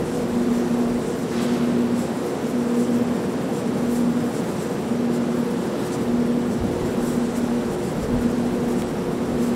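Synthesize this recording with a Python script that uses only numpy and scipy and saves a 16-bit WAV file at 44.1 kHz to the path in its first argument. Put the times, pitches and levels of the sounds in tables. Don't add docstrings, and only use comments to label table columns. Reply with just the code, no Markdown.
import sys
import numpy as np
from scipy import signal
from scipy.fft import rfft, irfft, next_fast_len
from scipy.io import wavfile
from scipy.ndimage import uniform_filter1d, map_coordinates

SR = 44100
rng = np.random.default_rng(int(sys.argv[2]) if len(sys.argv) > 2 else 0)


def generate_wav(signal):
    frames = np.transpose(np.atleast_2d(signal))
    scaled = np.clip(frames, -1, 1) * 32767
    pcm = np.round(scaled).astype(np.int16)
    wavfile.write(sys.argv[1], SR, pcm)


N = 421155

HUM_HZ = 239.72
# start t/s, end t/s, base level/dB, sag/dB
HUM_SWELLS = [(-0.7, -0.05, -31, 0), (0.28, 0.98, -31.3, 0), (1.36, 2.02, -31.4, 1), (2.54, 3.14, -30.7, 3),
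              (3.75, 4.31, -30.8, 1.5), (4.88, 5.51, -31.2, 1.5), (6.05, 6.51, -30.8, 0),
              (6.94, 7.61, -32.5, -2), (8.12, 8.84, -31.9, 0), (9.32, 9.95, -31, 0)]


def fan_hum(throb_db=2.5, steepness=17, imbalance_db=1.4, flutter_rad=0.16):
    levels = [point for start, end, db, sag_db in HUM_SWELLS
              for point in ((start, db + sag_db / 2), (end, db - sag_db / 2))]
    edges = np.array(levels)[:, 0]
    lead = np.pi / 2 * np.interp(clock(), edges, np.arange(len(edges)) - .5)
    swell_db = throb_db * np.tanh(steepness * np.cos(2 * lead))
    waver = .15 * wobble(1.36) + flutter_rad * wobble(18)
    fans = sum(amp(-side * imbalance_db) * tone(HUM_HZ, side * lead + waver + 0.037 * wobble(12))
               for side in (1, -1))
    return amp(curve(levels) + swell_db + 0.92 * wobble(16)) * fans


# t/s, base level/dB
OCTAVE_PULSES = [(-0.2, -36), (0.22, -39.5), (0.72, -41.5), (1.17, -42), (1.5, -36.5), (1.8, -43),
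                 (2.27, -37.5), (2.79, -35.5), (3.17, -42), (3.55, -40), (3.92, -38.5), (4.3, -39),
                 (4.75, -41), (5.07, -42), (5.48, -38.5), (5.85, -41), (6.27, -40.5), (6.82, -39),
                 (7.27, -41), (7.7, -41), (8.22, -43), (8.62, -38.5), (9.05, -42), (9.42, -41.5),
                 (9.85, -40)]


def octave_tone(imbalance_db=1.5, smear_rad=0.66):
    peaks = np.array(OCTAVE_PULSES)[:, 0]
    lead = np.pi * np.interp(clock(), peaks, np.arange(len(peaks)))
    drift = smear_rad * wobble(10)
    pair = np.zeros(N)
    for side in (1, -1):
        gain = amp(curve(OCTAVE_PULSES) - side * imbalance_db + 1.4 * wobble(11))
        phase = side * lead + drift + 0.26 * wobble(10) + 0.49 * wobble(45)
        pair += gain * tone(2 * HUM_HZ, phase)
    return pair


# t/s, level/dB
FIFTH_LEVELS = [(0, -32), (0.25, -39), (0.48, -31), (0.9, -36), (1.3, -33.5), (2.7, -35), (3.2, -38.5),
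                (5.08, -38), (5.35, -32), (5.7, -35), (6.3, -36), (6.75, -29.5), (7.05, -33), (7.28, -38),
                (7.55, -37), (7.78, -30), (8.05, -42), (8.45, -31.5), (9.55, -33.5)]


def machine_fifth(hz=359.15, flutter_rad=0.39):
    gain = amp(curve(FIFTH_LEVELS) + 1.4 * wobble(15))
    return gain * tone(hz, 0.26 * wobble(2.7) + flutter_rad * wobble(26))


# f/Hz, relative level/dB
DUCT_SPECTRUM = [(25, -46), (55, -29), (82, -15.5), (122, -10), (158, -0.5), (255, 2.5), (310, -3.5),
                 (490, -4.5), (580, -9.5), (780, -12.5), (1800, -23), (2400, -27.5), (3600, -31),
                 (6000, -36.5), (15500, -71)]
# t/s, gain/dB
DEEP_ROAR_GAINS = [(0, -23.5), (0.9, -27.5), (1.5, -22.5), (2.4, -29), (2.8, -24), (5.2, -25), (6.2, -23.5),
                   (7.3, -25.5), (8.1, -22.3), (9.55, -26)]


def duct_roar(split_hz=206, bright_db=-25.5):
    air = turbulence(DUCT_SPECTRUM, patchy_db=0.38, size=(4, 24))
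    deep = filtered(air, lambda hz: 1 / (1 + (hz / split_hz) ** 4))
    deep_gain = amp(curve(DEEP_ROAR_GAINS) + 0.32 * wobble(2.73))
    bright_gain = amp(bright_db + 0.3 * wobble(2.65))
    return deep_gain * deep + bright_gain * (air - deep)


# f/Hz, relative level/dB
HISS_SPECTRUM = [(1200, -33), (2600, -5.5), (4000, -4), (4900, -3.5), (5750, 1.5), (6550, -3), (7300, 3.5),
                 (8500, 1), (9650, -2.5), (10350, -1.6), (11300, -5), (13600, -8), (15700, -13)]
# t/s, level/dB
CALM_LEVELS = [(0, -47.5), (1.2, -47), (1.8, -50), (2.3, -47.5), (3.3, -48), (4.6, -47.5), (5.0, -49),
               (5.95, -47), (6.3, -50.3), (6.55, -48.5), (8.4, -47.5), (9.55, -49.5)]
# t/s, level/dB, half-length/s, extra fizz/dB
HISS_FLURRIES = [(0.152, -44.5, 0.051, -5), (0.56, -45.5, 0.029, 0), (1.06, -46, 0.05, -2),
                 (1.22, -45, .015, -5), (1.435, -39.5, .016, 2), (2.0, -41.3, 0.038, -2),
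                 (2.27, -46, .03, 2), (2.5, -46, .025, 2), (2.8, -44, 0.056, -3), (2.96, -45, .02, -1),
                 (3.582, -43.5, 0.027, 0), (3.95, -42, 0.049, 2), (4.2, -46, 0.014, -2),
                 (4.27, -48, 0.014, 6), (4.373, -42, 0.032, -3), (4.488, -49, .03, 3),
                 (4.615, -44, 0.05, -2), (5.153, -43, .018, 1), (5.865, -42, .02, -3),
                 (5.944, -38.5, .015, -8), (6.53, -47, .02, -1), (6.87, -47, 0.018, -1),
                 (7.07, -42.5, 0.035, 3), (7.14, -48, .025, 5), (7.253, -48, 0.056, -4),
                 (7.376, -40.5, .018, 2), (7.73, -46, 0.016, 3), (7.85, -44, 0.039, -1),
                 (8.037, -44, .018, -4), (8.22, -50, .02, 2), (8.71, -45.5, .025, 2),
                 (8.797, -42.5, .02, -1), (9.45, -42, 0.044, 1)]


def eddy_hiss(split_hz=10400, fizz_db=0.1):
    air = turbulence(HISS_SPECTRUM, patchy_db=1.5, size=(4, 24))
    low = filtered(air, lambda hz: 1 / (1 + (hz / split_hz) ** 12))
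    flare, bright_flare = np.zeros(N), np.zeros(N)
    for s, db, half_length, bright_db in HISS_FLURRIES:
        flurry = amp(db) * np.exp(-((clock() - s) / half_length) ** 2 / 2)
        flare += flurry
        bright_flare += amp(bright_db) * flurry
    calm_db = curve(CALM_LEVELS) + 0.8 * wobble(25)
    hiss_gain = np.hypot(amp(calm_db), flare) * amp(0.99 * wobble(55))
    calm_fizz = amp(calm_db + fizz_db + 1.1 * wobble(30))
    fizz_gain = np.hypot(calm_fizz, bright_flare) * amp(1.6 * wobble(70))
    return hiss_gain * low + fizz_gain * (air - low)


# t/s, level/dB, rise/s, fall/s
PASSING_GUSTS = [(1.395, -34.2, 0.062, 0.27), (5.85, -43.5, .14, 0.15)]
# f/Hz, relative level/dB
GUST_SPECTRUM = [(400, -2), (1000, 4.5), (1650, 1.5), (2600, -1.5), (3800, -1.5), (6000, -8), (10000, -15),
                 (15000, -30)]


def gusts():
    return swells(PASSING_GUSTS) * turbulence(GUST_SPECTRUM, patchy_db=1.1, size=(6, 4))


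# t/s, level/dB
BUFFET_LEVELS = [(0, -47), (0.9, -41), (1.35, -59), (2.3, -59), (2.55, -57), (3.0, -63), (3.75, -59),
                 (3.92, -41), (4.25, -50), (4.5, -66), (5.15, -58), (5.9, -57), (6.2, -45), (7.0, -46),
                 (8.0, -40), (8.4, -45), (8.7, -40), (9.55, -49)]
# f/Hz, relative level/dB
BUFFET_SPECTRUM = [(10, -20), (25, 1), (55, 3.5), (90, 0), (150, -3), (400, -49), (1500, -120)]
# t/s, level/dB, rise/s, fall/s
AIR_PUSHES = [(6.62, -25.3, .012, 0.091), (6.83, -32, .025, 0.037), (8.145, -23.5, .016, 0.067),
              (9.34, -30.5, .03, 0.066)]
# f/Hz, relative level/dB
PUSH_SPECTRUM = [(25, -12), (60, 3.5), (130, 2), (190, -0.5), (400, -28), (1500, -120)]


def buffeting():
    rumble_gain = amp(curve(BUFFET_LEVELS) + 2.5 * wobble(11))
    rumble = rumble_gain * turbulence(BUFFET_SPECTRUM, patchy_db=-0.5, size=(4, 12))
    air = turbulence(PUSH_SPECTRUM, patchy_db=0, size=(4, 12))
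    running_rms = np.sqrt(np.abs(uniform_filter1d(air ** 2, size=900)) + 1e-6)
    return rumble + swells(AIR_PUSHES) * air / running_rms


# f/Hz, level/dB
MOTOR_TONES = [(83.4, -49.5), (119.8, -47), (199.9, -58), (400.4, -61), (439.3, -41.5), (441.5, -49.5),
               (521.5, -51.5), (599.5, -48), (720.6, -53), (1436.7, -60)]


def motors():
    return sum(amp(db + 2.4 * wobble(4)) * tone(hz, 0.46 * wobble(2.5)) for hz, db in MOTOR_TONES)


def tick(at_s=8.821, decay_s=.0006):
    age = clock() - at_s
    burst = amp(-17) * (age >= 0) * np.exp(-np.abs(age) / decay_s)
    return burst * turbulence([(800, 0), (4500, -10), (15000, -27)], patchy_db=0, size=(2, 2))


def turbulence(spectrum, patchy_db, size):
    cells = signal.stft(rng.standard_normal(N), nperseg=512)[2]
    patches = rng.standard_normal(cells.shape)
    for axis, width in enumerate(size):
        patches = uniform_filter1d(patches, width, axis, mode="wrap")
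    noise = signal.istft(cells * amp(patchy_db * unit(patches)), nperseg=512)[1][:N]
    knots_hz, level_db = np.transpose(spectrum)
    return unit(filtered(noise, lambda hz: amp(np.interp(np.log(hz + 1), np.log(knots_hz), level_db))))


def swells(rows):
    strength = np.zeros(N)
    for s, db, rise, fall in rows:
        age = clock() - s
        strength += amp(db) * np.exp(-(np.minimum(age, 0) / rise) ** 2 / 2 - np.maximum(age, 0) / fall)
    return strength


def tone(hz, phase):
    return np.sqrt(2) * np.sin(2 * np.pi * hz * clock() + phase)


def wobble(rate):
    knots = rng.standard_normal(2048)
    return map_coordinates(knots, [clock() * rate], mode="mirror")


def filtered(x, response):
    size = next_fast_len(N + SR // 2)
    return irfft(rfft(x, size) * response(np.fft.rfftfreq(size, 1 / SR)), size)[:N]


def curve(rows):
    return np.interp(clock(), *np.transpose(rows))


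def amp(db):
    return 10 ** (np.asarray(db) / 20)


def unit(x):
    return x / np.sqrt(np.mean(x ** 2) + 1e-20)


def clock():
    return np.arange(N) / SR


def scene():
    machines = fan_hum() + machine_fifth() + motors() + octave_tone()
    stream = duct_roar() + eddy_hiss() + gusts() + buffeting()
    return (machines + stream + tick())[None]


def record(dry):
    limit_hz = 15750
    return filtered(dry[0], lambda hz: hz < limit_hz)[None]


dry = scene()
out = record(dry)
generate_wav(out)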